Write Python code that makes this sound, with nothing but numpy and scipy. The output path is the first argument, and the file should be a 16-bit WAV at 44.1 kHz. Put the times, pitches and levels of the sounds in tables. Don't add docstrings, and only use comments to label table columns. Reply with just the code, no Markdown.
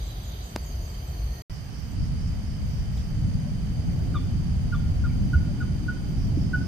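import sys
import numpy as np
from scipy import signal
from scipy.fft import rfft, irfft, next_fast_len
from scipy.io import wavfile
from scipy.ndimage import map_coordinates

SR = 44100
rng = np.random.default_rng(int(sys.argv[2]) if len(sys.argv) > 2 else 0)


def to_wav(s):
    ch = np.atleast_2d(s).T
    pcm = np.round(np.clip(ch, -1, 1) * 32767)
    wavfile.write(sys.argv[1], SR, pcm.astype(np.int16))


N = 294147
GAP_START_S, GAP_END_S = 1.421, 1.497


# delay/s, level/dB
TRUNK_ECHOES = [(0.015, -15.5), (0.032, -21), (.07, -25), (.1, -26)]

def hornbill(top_scatter_db=-16.5, low_scatter_db=-24, reed_scatter_db=-5, uneven_db=3):
    top = yelp_notes()
    low, reed = hoarse_notes()
    voice = top + low + reed
    echoes = np.zeros((2, N))
    for delay, db in TRUNK_ECHOES:
        for ear in echoes:
            add(ear, delay, amp(db + uneven_db * wobble(160)) * voice)
    scatter = foliage(amp(top_scatter_db) * top + amp(low_scatter_db) * low, t60=1.0)
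    scatter += amp(reed_scatter_db) * foliage(reed, t60=.5)
    return voice + echoes + scatter


# t/s, length/s, f/Hz, level/dB, roughness (0-1), share of pitch lost per second
YELP_NOTES = [(4.141, .018, 1440, -39.5, .18, 1.4), (4.721, .034, 1454, -32, .11, 1.1),
              (5.036, .033, 1447, -37.5, .14, 1.0), (5.33, .033, 1473, -28.5, .09, 1.1),
              (5.601, .034, 1471, -34.5, .07, 1.15), (5.879, .033, 1481, -29, .05, 1.0),
              (6.531, .036, 1498, -23.8, .03, .7)]

def yelp_notes(overshoot=.07, settle_s=.002, octave_db=-33):
    voice = np.zeros(N)
    for s, length, hz, db, rough, sag in YELP_NOTES:
        t = clock(length)
        jitter, shimmer = flutter(t)
        bend = 1 + overshoot * np.exp(-t / settle_s) - sag * t + rough * jitter / 10
        phase = phase_of(hz * bend)
        tone = np.sin(phase) + amp(octave_db) * np.sin(2 * phase)
        swell = arch(t / length, skew=.85, power=1.4) * (1 + rough * shimmer)
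        add(voice, s, np.sqrt(2) * amp(db) * swell * tone)
    return voice


# t/s, length/s, f/Hz, level/dB, 2nd harmonic/dB, 3rd harmonic/dB, roughness (0-1)
VOICE_BREAKS = [(4.142, .046, 1280, -34.5, -20, -13, .3), (4.738, .029, 1235, -40.5, -24, -12.5, .3),
                (5.056, .026, 1280, -49, -20, -21, .35), (5.617, .028, 1305, -47.5, -22, -24, .35)]

def hoarse_notes(sag_per_s=3.1, jitter_share=.06):
    low, reed = np.zeros(N), np.zeros(N)
    for s, length, hz, db, second_db, third_db, rough in VOICE_BREAKS:
        t = clock(length)
        jitter, shimmer = flutter(t)
        phase = phase_of(hz * (1 - sag_per_s * t + rough * jitter_share * jitter))
        size = np.sqrt(2) * amp(db) * (1 + rough * shimmer)
        add(low, s, size * arch(t / length, skew=.75, power=2) * np.sin(phase))
        overtones = amp(second_db) * np.sin(2 * phase) + amp(third_db) * np.sin(3 * phase)
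        add(reed, s, size * arch(t / length, skew=1.85, power=.6) * overtones)
    return low, reed


# delay/s, length/s, start f/Hz, end f/Hz, level/dB, extra leaf scatter/dB
BIRD_PHRASE = [(0, .03, 8200, 7350, -58, -2), (.018, .05, 7560, 7330, -61, 5),
               (.2, .03, 8200, 7000, -54, -6)]
PHRASE_TIMES = [.028, .427, .872]
# t/s, level/dB
BIRD_SLIDES = [(0, -55), (.24, -52), (.415, -54.5), (.634, -51.5), (.808, -54)]
# t/s, level/dB
BIRD_TICKS = [(1.55, -63), (1.913, -54.5), (2.27, -57), (2.625, -60), (2.968, -52)]
# t/s, length/s, start f/Hz, end f/Hz, level/dB
BIRD_WHISTLES = [(0.066, 0.067, 4020, 3870, -51.5), (0.412, 0.023, 4220, 3780, -53),
                 (2.973, 0.012, 4150, 3000, -47.5), (5.093, 0.022, 2440, 2060, -49)]

def small_birds(rasp=.02, length_spread=.18, pitch_spread=.013, direct_db=-5, scatter_db=-3.5):
    song, leaves = np.zeros(N), np.zeros(N)
    def sing(s, note, song_db, leaves_db):
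        add(song, s, amp(song_db) * note)
        add(leaves, s, amp(leaves_db) * note)
    def varied_note(length, start_hz, end_hz):
        stretch, shift = 1 + rng.standard_normal(2) * [length_spread, pitch_spread]
        return glide(length * abs(stretch), start_hz * shift, end_hz * shift, rasp)
    for s in PHRASE_TIMES:
        for delay, length, start_hz, end_hz, db, extra_db in BIRD_PHRASE:
            sing(s + delay, varied_note(length, start_hz, end_hz), db, db + extra_db)
    for s, db in BIRD_SLIDES:
        sing(s, varied_note(length=.058, start_hz=7000, end_hz=6230), db - 4, db)
    for s, db in BIRD_TICKS:
        sing(s, glide(length=.015, start_hz=8400, end_hz=6500), db, db - 3)
    for s, length, start_hz, end_hz, db in BIRD_WHISTLES:
        sing(s, glide(length, start_hz, end_hz, rasp), db, db - 3)
    return amp(direct_db) * song + amp(scatter_db) * foliage(leaves, t60=.17)


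# t/s, level/dB
BIRD_HOOTS = [(3.461, -48.5), (5.483, -50)]

def clear_calls():
    calls = np.zeros(N)
    add(calls, 1.26, amp(-60.5) * glide(length=.3, start_hz=1784, end_hz=1990))
    for s, db in BIRD_HOOTS:
        add(calls, s, amp(db) * glide(length=.036, start_hz=587, end_hz=587))
    return calls


# t/s, level/dB
CHIRPS = [(4.235, -60), (4.465, -61), (4.505, -59), (4.703, -59), (4.735, -61), (4.975, -59), (5.012, -58),
          (5.245, -60)]
# t/s, number of notes, time between notes/s, level/dB
CHATTER_BOUTS = [(1.4, 7, .243, -57), (6.09, 3, 0.21, -55.5)]

def chattering_bird(chirp_s=.0138, note_s=.21, note_hz=5200, pitch_spread=.055, chirps_per_s=130):
    chirps, rasps = np.zeros(N), np.zeros(N)
    for s, db in CHIRPS:
        add(chirps, s, amp(db) * glide(chirp_s, start_hz=5670, end_hz=5150))
    for start, notes, gap, db in CHATTER_BOUTS:
        for s in start + gap * np.arange(round(notes)):
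            for delay in np.arange(0, note_s, 1 / chirps_per_s):
                hz = note_hz * (1 + pitch_spread * rng.standard_normal())
                swell = np.sin(np.pi * delay / note_s)
                add(rasps, s + delay, amp(db) * swell * glide(chirp_s, hz + 260, hz - 260))
    return (chirps + amp(.5) * foliage(rasps, t60=.27)) * ears(left_db=-6, right_db=2)


# t/s, number of pulses, f/Hz, level/dB
INSECT_TRILLS = [(0, 12, 4700, -62), (.58, 10, 4720, -55), (1.129, 6, 4440, -55.5)]

def trilling_insect(gap_s=.045, pulse_s=.021, uneven_db=1, pitch_spread=.006, fall=.045):
    pulses = np.zeros(N)
    for start, count, hz, db in INSECT_TRILLS:
        for s in start + gap_s * np.arange(round(count)):
            size, shift = rng.standard_normal(2)
            pitch = hz * (1 + pitch_spread * shift)
            pulse = glide(pulse_s, pitch * (1 + fall), pitch * (1 - fall), rasp=.025)
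            add(pulses, s, amp(db + uneven_db * size) * pulse)
    return (pulses + amp(-3) * foliage(pulses, t60=.2)) * ears(left_db=-4, right_db=3)


# end t/s, length/s, final f/Hz, level/dB
SINKING_WHINES = [(1.97, 1.0, 5990, -66), (2.52, .7, 5790, -78), (3.17, .8, 5992, -68),
                  (3.92, .8, 5795, -78), (4.3, .8, 5997, -69.5), (5.42, .85, 5990, -69.5),
                  (5.5, 1.1, 5785, -77), (6.45, .8, 5992, -70.5), (6.8, .8, 5785, -76)]

def whining_insects(held_hz=6060, sag_hz_per_s=165, waver_hz=7, release_s=.04, flutter_db=3):
    base, octave = np.zeros(N), np.zeros(N)
    add(base, 0, amp(-69.5) * glide(GAP_START_S, held_hz, held_hz))
    add(octave, 0, amp(-82.5) * glide(GAP_START_S, 2 * held_hz, 2 * held_hz))
    for end, length, end_hz, db in SINKING_WHINES:
        t = clock(length)
        phase = phase_of(end_hz + sag_hz_per_s * (length - t) + waver_hz * wobble(70)[:len(t)])
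        size = amp(db) * np.minimum(2 * t / length, 1) * np.minimum((length - t) / release_s, 1)
        add(base, end - length, size * np.sin(phase))
        add(octave, end - length, amp(-2) * size * np.sin(2 * phase))
    return (base + octave * ears(left_db=-5, right_db=3)) * amp(flutter_db * wobble(22))


# t/s, level/dB, time to fade by 60 dB/s
SHARP_CLICKS = [(.5588, -33.5, .016), (.5606, -31, .009), (.562, -19.3, .006), (2.974, -51, .025),
                (5.872, -46, .015)]
# f/Hz, level/dB
CLICK_TONE = [(100, -10), (200, 2), (350, 2), (700, 0), (1100, -5), (2000, -11.5), (2700, -10.5),
              (3200, -7.5), (3900, -15), (4770, -4.5), (5400, -15), (7600, -11), (9000, -16.5),
              (12000, -20), (16000, -34)]

def handling_clicks(push_db=7, push_s=.00005, grit_db=-6, ring_db=-17, ring_t60=.06):
    ring_tone = [(100, -10), (250, 1), (750, -10), (1500, -14.5), (5000, -28), (13000, -49)]  # f/Hz, dB
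    snaps, ring = np.zeros(N), np.zeros(N)
    t = clock(.2)
    for s, db, t60 in SHARP_CLICKS:
        add(snaps, s, amp(db + grit_db - 60 * t / t60) * rng.standard_normal(len(t)))
        add(snaps, s, -amp(db + push_db) * np.exp(-t / push_s))
        add(ring, s, amp(db + ring_db - 60 * t / ring_t60) * rng.standard_normal(len(t)))
    crack = filtered(snaps, lambda hz: unit(amp(along(CLICK_TONE, hz))))
    hollow = filtered(ring, lambda hz: unit(amp(along(ring_tone, hz))))
    return crack + hollow


# t/s, f/Hz, level/dB, time to fade by 60 dB/s
SOFT_BUMPS = [(.5616, 194, -20, .03), (2.015, 80, -14.5, .13), (5.349, 76.6, -10.5, .24),
              (6.269, 76.4, -18, .05), (6.372, 294, -20, .074)]

def handling_bumps():
    thuds = np.zeros(N)
    t = clock(.2)
    for s, hz, db, t60 in SOFT_BUMPS:
        onset = 1 - np.exp(-2 * hz * t)
        add(thuds, s, amp(db - 60 * t / t60) * onset * np.sin(2 * np.pi * hz * t))
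    return thuds


# t/s, deep level/dB, body level/dB
RUMBLE_LEVELS = [(1.55, -36.5, -41.5), (1.88, -36.5, -41), (1.99, -29.5, -32.5), (2.55, -29.5, -36.5),
                 (2.77, -28, -32.5), (2.99, -30, -36), (3.21, -30.5, -31.5), (4.21, -29, -32),
                 (4.32, -28.5, -29.5), (4.98, -24.5, -31.5), (5.2, -26.5, -29), (5.98, -32, -34),
                 (6.31, -26, -30.5), (6.64, -32, -29.5)]
# t/s, length/s, rise/dB
RUMBLE_SWELLS = [(2.023, .04, 7.5), (3.257, .071, 6.5), (3.355, .027, 3.5), (3.897, .07, 4),
                 (4.796, .076, 3), (5.233, .19, 3), (6.267, .043, 4.5)]
# t/s, level/dB
DRONE_LEVELS = [(1.55, -55.5), (2.3, -53.5), (3, -55), (3.6, -52.5), (4.1, -43), (4.7, -52), (5.35, -42.5),
                (5.8, -45), (6.2, -44), (6.6, -41)]
# t/s, level/dB
ROAD_LEVELS = [(1.5, -59), (2.3, -56.5), (3.2, -56), (3.6, -56), (4.05, -50), (4.3, -55.5), (5, -55),
               (5.45, -54.5), (6, -55), (6.4, -53), (6.67, -53.5)]
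# f/Hz, level/dB
NEAR_TRAFFIC_TONE = [(20, -5.5), (40, -2), (60, 0.5), (80, 1), (110, -1.5), (160, -4.5), (230, -14.5),
                     (300, -27.5), (400, -32.5), (520, -35.5), (700, -36), (850, -41), (1000, -52.5)]
# f/Hz, likeness (1 = the same)
NEAR_LIKENESS = [(40, .62), (110, .5), (250, .48), (700, .3)]

def near_rumble(lumpy_db=.5):
    bands_hz = [(20, 110), (110, 250), (250, 380), (380, 1000)]
    t = np.arange(N) / SR
    swell_db = sum(rise * np.exp(-(2 * (t - s) / length) ** 2) for s, length, rise in RUMBLE_SWELLS)
    levels = [db + swell_db for db in curves(RUMBLE_LEVELS)] + curves(DRONE_LEVELS) + curves(ROAD_LEVELS)
    return sum(amp(db + lumpy_db * wobble(14)) * stereo_noise(NEAR_TRAFFIC_TONE, NEAR_LIKENESS, *band)
               for db, band in zip(levels, bands_hz))


# f/Hz, level/dB compared with the rumble's body
HUM_TONES = [(160, -5.5), (200, -11), (238, -14.5), (279, -19.5), (301, -23.5)]

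def hum(drift_hz=2.533, waver_db=3.5):
    body_db = curves(RUMBLE_LEVELS)[1]
    tones = sum(amp(db + waver_db * wobble(7)) * np.sin(phase_of(hz + drift_hz * wobble(9)))
                for hz, db in HUM_TONES)
    return amp(body_db) * tones


# t/s, left minus right level/dB
TRAFFIC_SIDE = [(1.55, -4), (1.93, -5), (2.02, 0), (6.6, 0)]

def near_traffic():
    pan_db, = curves(TRAFFIC_SIDE)
    return (near_rumble() + hum()) * amp([pan_db / 2, -pan_db / 2])


# t/s, level/dB
FAR_RUMBLE_LEVELS = [(0.0, -31), (0.34, -35), (0.8, -32), (1.03, -34.5), (1.26, -28), (1.38, -38.5)]
# f/Hz, level/dB
FAR_TRAFFIC_TONE = [(15, -27), (25, -12), (40, -1), (58, 6.5), (100, -6.5), (150, -17), (200, -23.5),
                    (260, -29), (400, -31.5), (560, -35), (730, -31.5), (850, -38), (1300, -40),
                    (2000, -76)]
# f/Hz, likeness (1 = the same, -1 or less = opposite)
FAR_LIKENESS = [(60, 0.99), (130, 0.99), (290, 0.82), (640, 0.36), (1400, -1.19)]

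def far_traffic(split_hz=110, wash_db=-41):
    deep = stereo_noise(FAR_TRAFFIC_TONE, FAR_LIKENESS, 0, split_hz)
    wash = stereo_noise(FAR_TRAFFIC_TONE, FAR_LIKENESS, split_hz, SR / 2)
    return amp(curves(FAR_RUMBLE_LEVELS)[0]) * deep + amp(wash_db) * wash


# t/s, level/dB
RUSTLE_LEVELS = [(0, -54), (.1, -54), (.25, -55), (.42, -54.5), (.6, -66), (.9, -80)]

def rustle(centre_hz=3650, width_hz=650):
    white = rng.standard_normal((2, N))
    noise = unit(filtered(white, lambda hz: np.exp(-((hz - centre_hz) / width_hz) ** 2)))
    return noise * amp(curves(RUSTLE_LEVELS)[0] + wobble(70)) * ears(left_db=-4, right_db=2)


# f/Hz, left level/dB, right level/dB
FAR_HISS_TONE = [(300, 2.5, -18), (1000, -2, -3), (2240, -4.5, -0.5), (4160, -14, -5), (4430, -3.5, 4),
                 (5700, -7.5, -17), (6400, -4, -12), (7140, -22, -20), (8800, -6.5, -14.5),
                 (9600, -12.5, -19.5), (10440, -8, -10.5), (11200, -32, -16.5), (12500, -20, -1.5),
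                 (13500, -52, -32), (14500, -60, -48)]
NEAR_HISS_TONE = [(280, 1.5, 2), (1000, 0.5, 2), (2190, -1.5, -1), (4090, -10.5, -7), (4610, -22, 3.5),
                  (5000, -23, -1), (6470, -7, -8), (7240, -32, -12), (8460, -7, -14), (9740, -15.5, -16),
                  (10500, -12.5, -15.5), (11000, -28, -20), (12500, -19, -17.5), (13500, -33, -33)]
# f/Hz, width/Hz, left level/dB, right level/dB
FAR_SHRILL_BANDS = [(3093, 145, -2, 7), (4810, 170, 3, 4.5), (6166, 150, 7, 7), (7280, 140, -3, -2.5),
                    (9040, 380, -9, -10), (12120, 260, -7, 5)]
NEAR_SHRILL_BANDS = [(3062, 147, 3, 3), (4798, 160, 4.5, 7), (6180, 190, -10, 3), (7410, 440, -19, -8.5),
                     (8920, 260, -10.5, -9.5), (12080, 280, -25, -5.5)]

def hiss(tone, bands, level_db):
    def colour(hz, side):
        power = amp(along([(row[0], row[1 + side]) for row in tone], hz)) ** 2
        for centre, width, *db in bands:
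            power += amp(db[side]) ** 2 / (1 + ((hz - centre) / (.75 * width)) ** 2) ** 3
        return np.sqrt(power)
    white = rng.standard_normal((2, N))
    return amp(level_db) * filtered(white, lambda hz: np.array([colour(hz, 0), colour(hz, 1)]))


def foliage(x, t60):
    t = clock(1.0)
    tail = rng.standard_normal((2, len(t))) * amp(-60 * t / t60) * (1 - np.exp(-t / .01))
    return signal.fftconvolve(x[None], tail / np.linalg.norm(tail[0]), axes=1)[:, :N]


def glide(length, start_hz, end_hz, rasp=0):
    t = clock(length)
    progress = t / length
    tremble = map_coordinates(rng.standard_normal(int(length * 900) + 4), [t * 900]) if rasp else 0
    hz = (start_hz + (end_hz - start_hz) * progress) * (1 + rasp * tremble)
    return np.sqrt(2 * np.sin(np.pi * progress)) * np.sin(phase_of(hz))


def stereo_noise(tone, likeness, low_hz, high_hz):
    def colour(hz):
        angle = np.arccos(np.clip(along(likeness, hz), -1, 1)) / 2
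        in_band = (hz >= low_hz) * (hz < high_hz)
        return amp(along(tone, hz)) * in_band * np.array([np.cos(angle), np.sin(angle)])
    mid, side = filtered(rng.standard_normal((2, N)), colour)
    return np.array([mid + side, mid - side]) / np.std(mid)


def flutter(t):
    return map_coordinates(rng.standard_normal(120), [np.array([t, t + .1]) * 450])


def wobble(rate):
    return map_coordinates(rng.standard_normal(int(N * rate / SR) + 4), [np.arange(N) * rate / SR])


def arch(progress, skew, power):
    return np.abs(np.sin(np.pi * progress ** skew)) ** power


def amp(db):
    return 10 ** (np.asarray(db) / 20)


def ears(left_db, right_db):
    return amp([[left_db], [right_db]])


def unit(x):
    return x / np.sqrt(np.mean(x ** 2) + 1e-20)


def along(points, hz):
    freqs, values = np.transpose(points)
    return np.interp(np.log(hz + 1), np.log(freqs + 1), values)


def curves(rows):
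    times, *columns = np.transpose(rows)
    return [np.interp(np.arange(N) / SR, times, column) for column in columns]


def filtered(x, response):
    size = next_fast_len(N + SR // 2)
    return irfft(rfft(x, size) * response(np.fft.rfftfreq(size, 1 / SR)), size)[..., :N]


def clock(length):
    return np.arange(int(length * SR)) / SR


def add(track, s, sound):
    part = track[max(round(s * SR), 0):][:len(sound)]
    part += sound[:len(part)]


def phase_of(hz):
    return 2 * np.pi * np.cumsum(hz) / SR


def scene():
    t = np.arange(N) / SR
    far = far_traffic() + hiss(FAR_HISS_TONE, FAR_SHRILL_BANDS, level_db=-42.5)
    far += rustle() + trilling_insect()
    near = near_traffic() + hiss(NEAR_HISS_TONE, NEAR_SHRILL_BANDS, level_db=-43)
    animals = hornbill() + small_birds() + clear_calls() + chattering_bird() + whining_insects()
    events = animals + handling_clicks() + handling_bumps()
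    return (far + events) * (t < GAP_START_S) + (near + events) * (t >= GAP_END_S)


def record(dry, top_hz=15750):
    return filtered(dry, lambda hz: hz < top_hz)


dry = scene()
out = record(dry)
to_wav(out)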